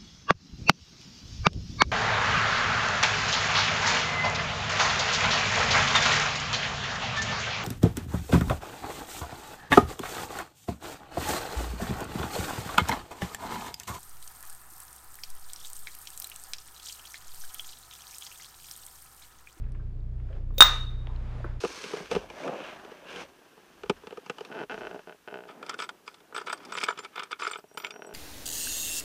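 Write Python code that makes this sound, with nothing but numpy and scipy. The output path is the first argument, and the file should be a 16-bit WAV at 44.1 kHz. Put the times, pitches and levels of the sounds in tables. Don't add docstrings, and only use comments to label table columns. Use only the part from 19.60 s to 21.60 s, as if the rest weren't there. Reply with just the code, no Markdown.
import sys
import numpy as np
from scipy import signal
from scipy.io import wavfile

SR = 44100
rng = np.random.default_rng(int(sys.argv[2]) if len(sys.argv) > 2 else 0)


def how_loud(loudness_db):
    steps = np.asarray(loudness_db, float) / 20
    return 10 ** steps


def bounce(signal):
    frames = np.transpose(np.atleast_2d(signal))
    limited = np.clip(frames, -1, 1)
    pcm = np.round(limited * 32767).astype(np.int16)
    wavfile.write(sys.argv[1], SR, pcm)


N = 88332

# frequency in Hz, level in dB.
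AIR_SPECTRUM = [(12, -6), (40, -1.5), (110, -13.5), (170, -21.5), (400, -27.5), (1000, -51.5),
                (4000, -59.5), (16000, -76)]
AIR_DB = -43.5

# time in seconds, level in dB.
SHAFT_LEVEL = [(0.0, -31), (0.06, -34.5), (0.31, -39), (0.38, -35.5), (0.48, -39.5), (0.72, -35.5),
               (0.99, -31), (1.05, -29), (1.29, -34.5), (1.34, -34), (1.94, -38.5), (2.0, -43)]
# multiple of the shaft frequency, level in dB.
SHAFT_ORDERS = [(2, -39.5), (3, -46.5), (5, -57.5), (7, -62)]
SHAFT_HZ, SHAFT_WANDER_RAD = 29.28, 0.083
MAINS_HZ, MAINS_DB, WOBBLE_DB = 119.9, -43, 2

# time in seconds, level in dB.
HAND_LEVEL = [(0, -63), (.03, -59), (.25, -62), (.5, -65), (.66, -59), (.76, -53), (.85, -63.5), (1.3, -57),
              (1.45, -54), (1.62, -50), (1.8, -46), (1.92, -51), (2, -55.5)]
# frequency in Hz, level in dB per Hz.
RUSTLE_SPECTRUM = [(200, -2), (450, -4), (900, -7), (1700, -12), (3500, -22), (6000, -32), (10000, -44),
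                   (15000, -59)]

# start in seconds, peak in dB, low edge in Hz, high edge in Hz,
# 60 dB decay time in seconds.
TAPS = [(.039, -55, 1200, 2470, .03), (0.064, -55.5, 1180, 2150, .03), (0.086, -60, 1190, 2630, .03),
        (.093, -65, 8000, 12000, .006), (0.12, -51, 2500, 9500, .006), (.148, -51, 1000, 2480, .06),
        (0.196, -51, 1010, 1680, .08), (0.404, -63, 3476, 4500, 0.009), (.599, -50, 700, 2600, .04),
        (0.689, -52, 990, 2360, 0.023), (0.704, -63, 1200, 4500, 0.0086), (0.728, -48.5, 1010, 3200, .04),
        (.7, -41.5, 330, 700, 0.62), (.765, -58.5, 1220, 3500, .03), (.906, -49, 491, 1400, 0.036),
        (1.4707, -34, 700, 3453, 0.0046), (1.472, -42, 356.6, 950, 0.062), (1.49, -47, 800, 1202, 0.44),
        (1.561, -47, 2720, 4950, .01), (1.801, -37.5, 455, 799, 0.055), (1.843, -30.5, 803, 1680, 0.032),
        (1.843, -31, 295, 600, 0.067), (1.848, -61.5, 10620, 11900, 0.0086), (1.862, -41, 500, 1894, 0.25)]

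# frequency in Hz, 60 dB decay time in seconds.
ROOM_T60 = [(200, 0.9), (600, 0.5), (1300, 0.3719), (3700, 0.4221), (6000, 0.33), (9000, 0.34),
            (15000, 0.58)]
# frequency in Hz, level in dB.
ROOM_LEVEL = [(200, -56.5), (600, -47), (1300, -40), (3700, -41.5), (6000, -39), (9000, -59), (15000, -47)]
ROOM_ONSET_S = 0.0026
LATE_DB, LATE_STRETCH = -20, 1.88

SLIDE_START_S, SLIDE_END_S, SLIDE_DB, SLIDE_RISE_DB = 0.932, 1, -86, 15

BLOW_S = [
    .9815,
    1.0058,
    1.02134,
]
# housing ring in dB, core thud in dB, crack in dB.
BLOW_LEVELS = [
    (-29, -47, -24.5),
    (-0.5, 10.5, 3),
    (-3.5, 9.5, -6.5),
]
# frequency in Hz, level in dB, 60 dB decay time in seconds.
CORE_MODES = [(700, -28.5, 0.0045), (1089, -16, .01), (1266.2, -11, 0.028), (1451, -6, 0.0087),
              (1750, -18.5, 0.0086)]
HOUSING_HZ = [3705, 3760, 3722, 3600, 2487, 5490, 6250, 7440, 10100, 12770, 14870, 15065, 15250, 15600]
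HOUSING_DB = [7, 4, -15, -26, -17.5, -27.5, -34.5, -34, -40.5, -37, -33.5, -23, -29, -27]
HOUSING_T60_S = [.05, .008, .11, .05, .04, .03, .015, .03, .09, .12, .1, .13, .07, .03]
LONG_RING_HZ, LONG_RING_DB, LONG_RING_T60_S = 3730, -36, 0.6
RING_LAG_S = 0.0008
TOUCH_ZING_DB = 22.5
CRACK_HZ, CRACK_T60_S = 7500, 0.029
CORE_CUT_HZ = 760

KNOCK_HZ, KNOCK_RISE_HZ_PER_S, KNOCK_DB, KNOCK_T60_S = 493, 5300, -30.5, 0.12

CLIP_TOP, CUTOFF_HZ, EDGE_S = 0.98, 16500, 0.004


def in_time(rows):
    return np.interp(np.arange(N) / SR, *np.transpose(rows))


def at_hz(points, hz):
    table = np.array(points)
    return np.interp(np.log(hz), np.log(table[:, 0]), table[:, 1])


def rms_one(x):
    return x / np.sqrt(np.mean(x ** 2) + 1e-20)


def drift(rate_hz):
    r = np.exp(-2 * np.pi * rate_hz / SR)
    slow = signal.lfilter([1], [1, -2 * r, r * r], rng.standard_normal(N + SR))
    return rms_one(slow[SR:])


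def band_pass(x, low_hz, high_hz, order=2):
    return signal.sosfilt(signal.butter(order, [low_hz, high_hz], "band", fs=SR, output="sos"), x)


def bands(size):
    edges = 10 * 2 ** np.arange(0, 11, 0.5)
    white = rng.standard_normal((2, size + 8192))
    for k, (low, high) in enumerate(zip(edges, edges[1:])):
        yield np.sqrt(low * high), band_pass(white[k % 2], low, high)[8192:]


def ring(clicks, hz, t60):
    r = how_loud(-60 / (t60 * SR))
    w = 2 * np.pi * hz / SR
    return signal.lfilter([0, np.sin(w)], [1, -2 * r * np.cos(w), r * r], clicks + 1e-18)


def air():
    noise = sum(how_loud(at_hz(AIR_SPECTRUM, hz)) * band for hz, band in bands(N))
    return how_loud(AIR_DB) * rms_one(noise)


def machine():
    t = np.arange(N) / SR
    turn = 2 * np.pi * SHAFT_HZ * t + SHAFT_WANDER_RAD * drift(4.5)
    out = how_loud(in_time(SHAFT_LEVEL)) * np.sin(turn + 0.7)
    for multiple, db in SHAFT_ORDERS:
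        phase = rng.uniform(0, 2 * np.pi)
        out += how_loud(db + WOBBLE_DB * drift(3.0)) * np.sin(multiple * turn + phase)
    out += how_loud(MAINS_DB + WOBBLE_DB * drift(2.5)) * np.sin(2 * np.pi * MAINS_HZ * t)
    return np.sqrt(2) * out


def rustle():
    noise = sum(how_loud(at_hz(RUSTLE_SPECTRUM, hz)) * band for hz, band in bands(N) if hz > 180)
    return how_loud(in_time(HAND_LEVEL) - 4.0) * rms_one(noise)


def taps():
    out, t = np.zeros(N), np.arange(6000) / SR
    for start_s, db, low_hz, high_hz, t60 in TAPS:
        puff = rng.standard_normal(6000) * how_loud(-60 * t / t60)
        shaped = band_pass(puff, low_hz, max(high_hz, 1.1 * low_hz), order=4)
        i = int(start_s * SR)
        out[i:i + 6000] += (how_loud(db) * shaped / np.abs(shaped).max())[:N - i]
    return out


def room(x):
    t = np.arange(SR) / SR
    tail = np.zeros(SR)
    for hz, band in bands(SR):
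        if hz > 120:
            fall_db = -60 * t / at_hz(ROOM_T60, hz)
            decay = how_loud(1.1 * fall_db) + how_loud(LATE_DB + fall_db / LATE_STRETCH)
            tail += how_loud(at_hz(ROOM_LEVEL, hz)) * band * decay
    return signal.fftconvolve(x, tail * (1 - np.exp(-t / ROOM_ONSET_S)))[:N]


def slide():
    part = (np.arange(N) / SR - SLIDE_START_S) / (SLIDE_END_S - SLIDE_START_S)
    level = how_loud(SLIDE_DB + SLIDE_RISE_DB * np.clip(part, 0, 1))
    grit = rng.standard_normal(N) * (part > 0) * (part < 1) * level
    stirred = [(3720, -10), (7430, -18), (10100, -26.5), (15070, -10)]  # Hz, dB
    return 1.5 * np.diff(grit, prepend=0) + sum(how_loud(db) * ring(grit, hz, 0.026) for hz, db in stirred)


def blows():
    t = np.arange(N) / SR
    thud, wall, crack = np.zeros(N), np.zeros(N), np.zeros(N)
    for s, (ring_db, thud_db, crack_db) in zip(BLOW_S, BLOW_LEVELS):
        thud[int(s * SR)] = how_loud(thud_db)
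        wall[int((s + RING_LAG_S) * SR)] = how_loud(ring_db)
        crack += (t >= s) * how_loud(crack_db - 60 * np.maximum(t - s, 0) / CRACK_T60_S)
    crack = band_pass(crack * rng.standard_normal(N), 2000, CRACK_HZ)
    touch = wall * (t < BLOW_S[1]) * how_loud(TOUCH_ZING_DB)
    housing = how_loud(LONG_RING_DB) * ring(wall, LONG_RING_HZ, LONG_RING_T60_S)
    for k, (hz, db, t60) in enumerate(zip(HOUSING_HZ, HOUSING_DB, HOUSING_T60_S)):
        sign = (-1) ** k
        housing += sign * how_loud(db) * ring(wall + touch * (hz > 9000), hz, t60)
    core = sum(how_loud(db) * ring(thud, hz, t60) for hz, db, t60 in CORE_MODES)
    core = signal.sosfilt(signal.butter(1, CORE_CUT_HZ, "high", fs=SR, output="sos"), core)
    return crack + housing - core


def trapped_air():
    t = np.clip(np.arange(N) / SR - BLOW_S[0], 0, BLOW_S[1] - BLOW_S[0])
    tone = np.sin(2 * np.pi * (KNOCK_HZ * t + KNOCK_RISE_HZ_PER_S * t * t / 2))
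    return how_loud(KNOCK_DB - 60 * t / KNOCK_T60_S) * tone * (t < t.max())


def scene():
    near = blows() + trapped_air() + slide() + taps()
    return (near + room(near) + rustle() + machine() + air())[None]


def top_cut(x):
    return signal.sosfilt(signal.butter(12, 16620, fs=SR, output="sos"), x)


def record(dry):
    clipped = np.clip(dry, -CLIP_TOP, CLIP_TOP)
    x = signal.sosfilt(signal.cheby2(10, 40, CUTOFF_HZ, fs=SR, output="sos"), clipped)
    t = np.arange(N) / SR
    fade = np.clip(np.minimum(t / EDGE_S + 0.5, (t[-1] - t) / EDGE_S), 0, 1)
    return top_cut(x * fade)


dry = scene()
out = record(dry)
bounce(out)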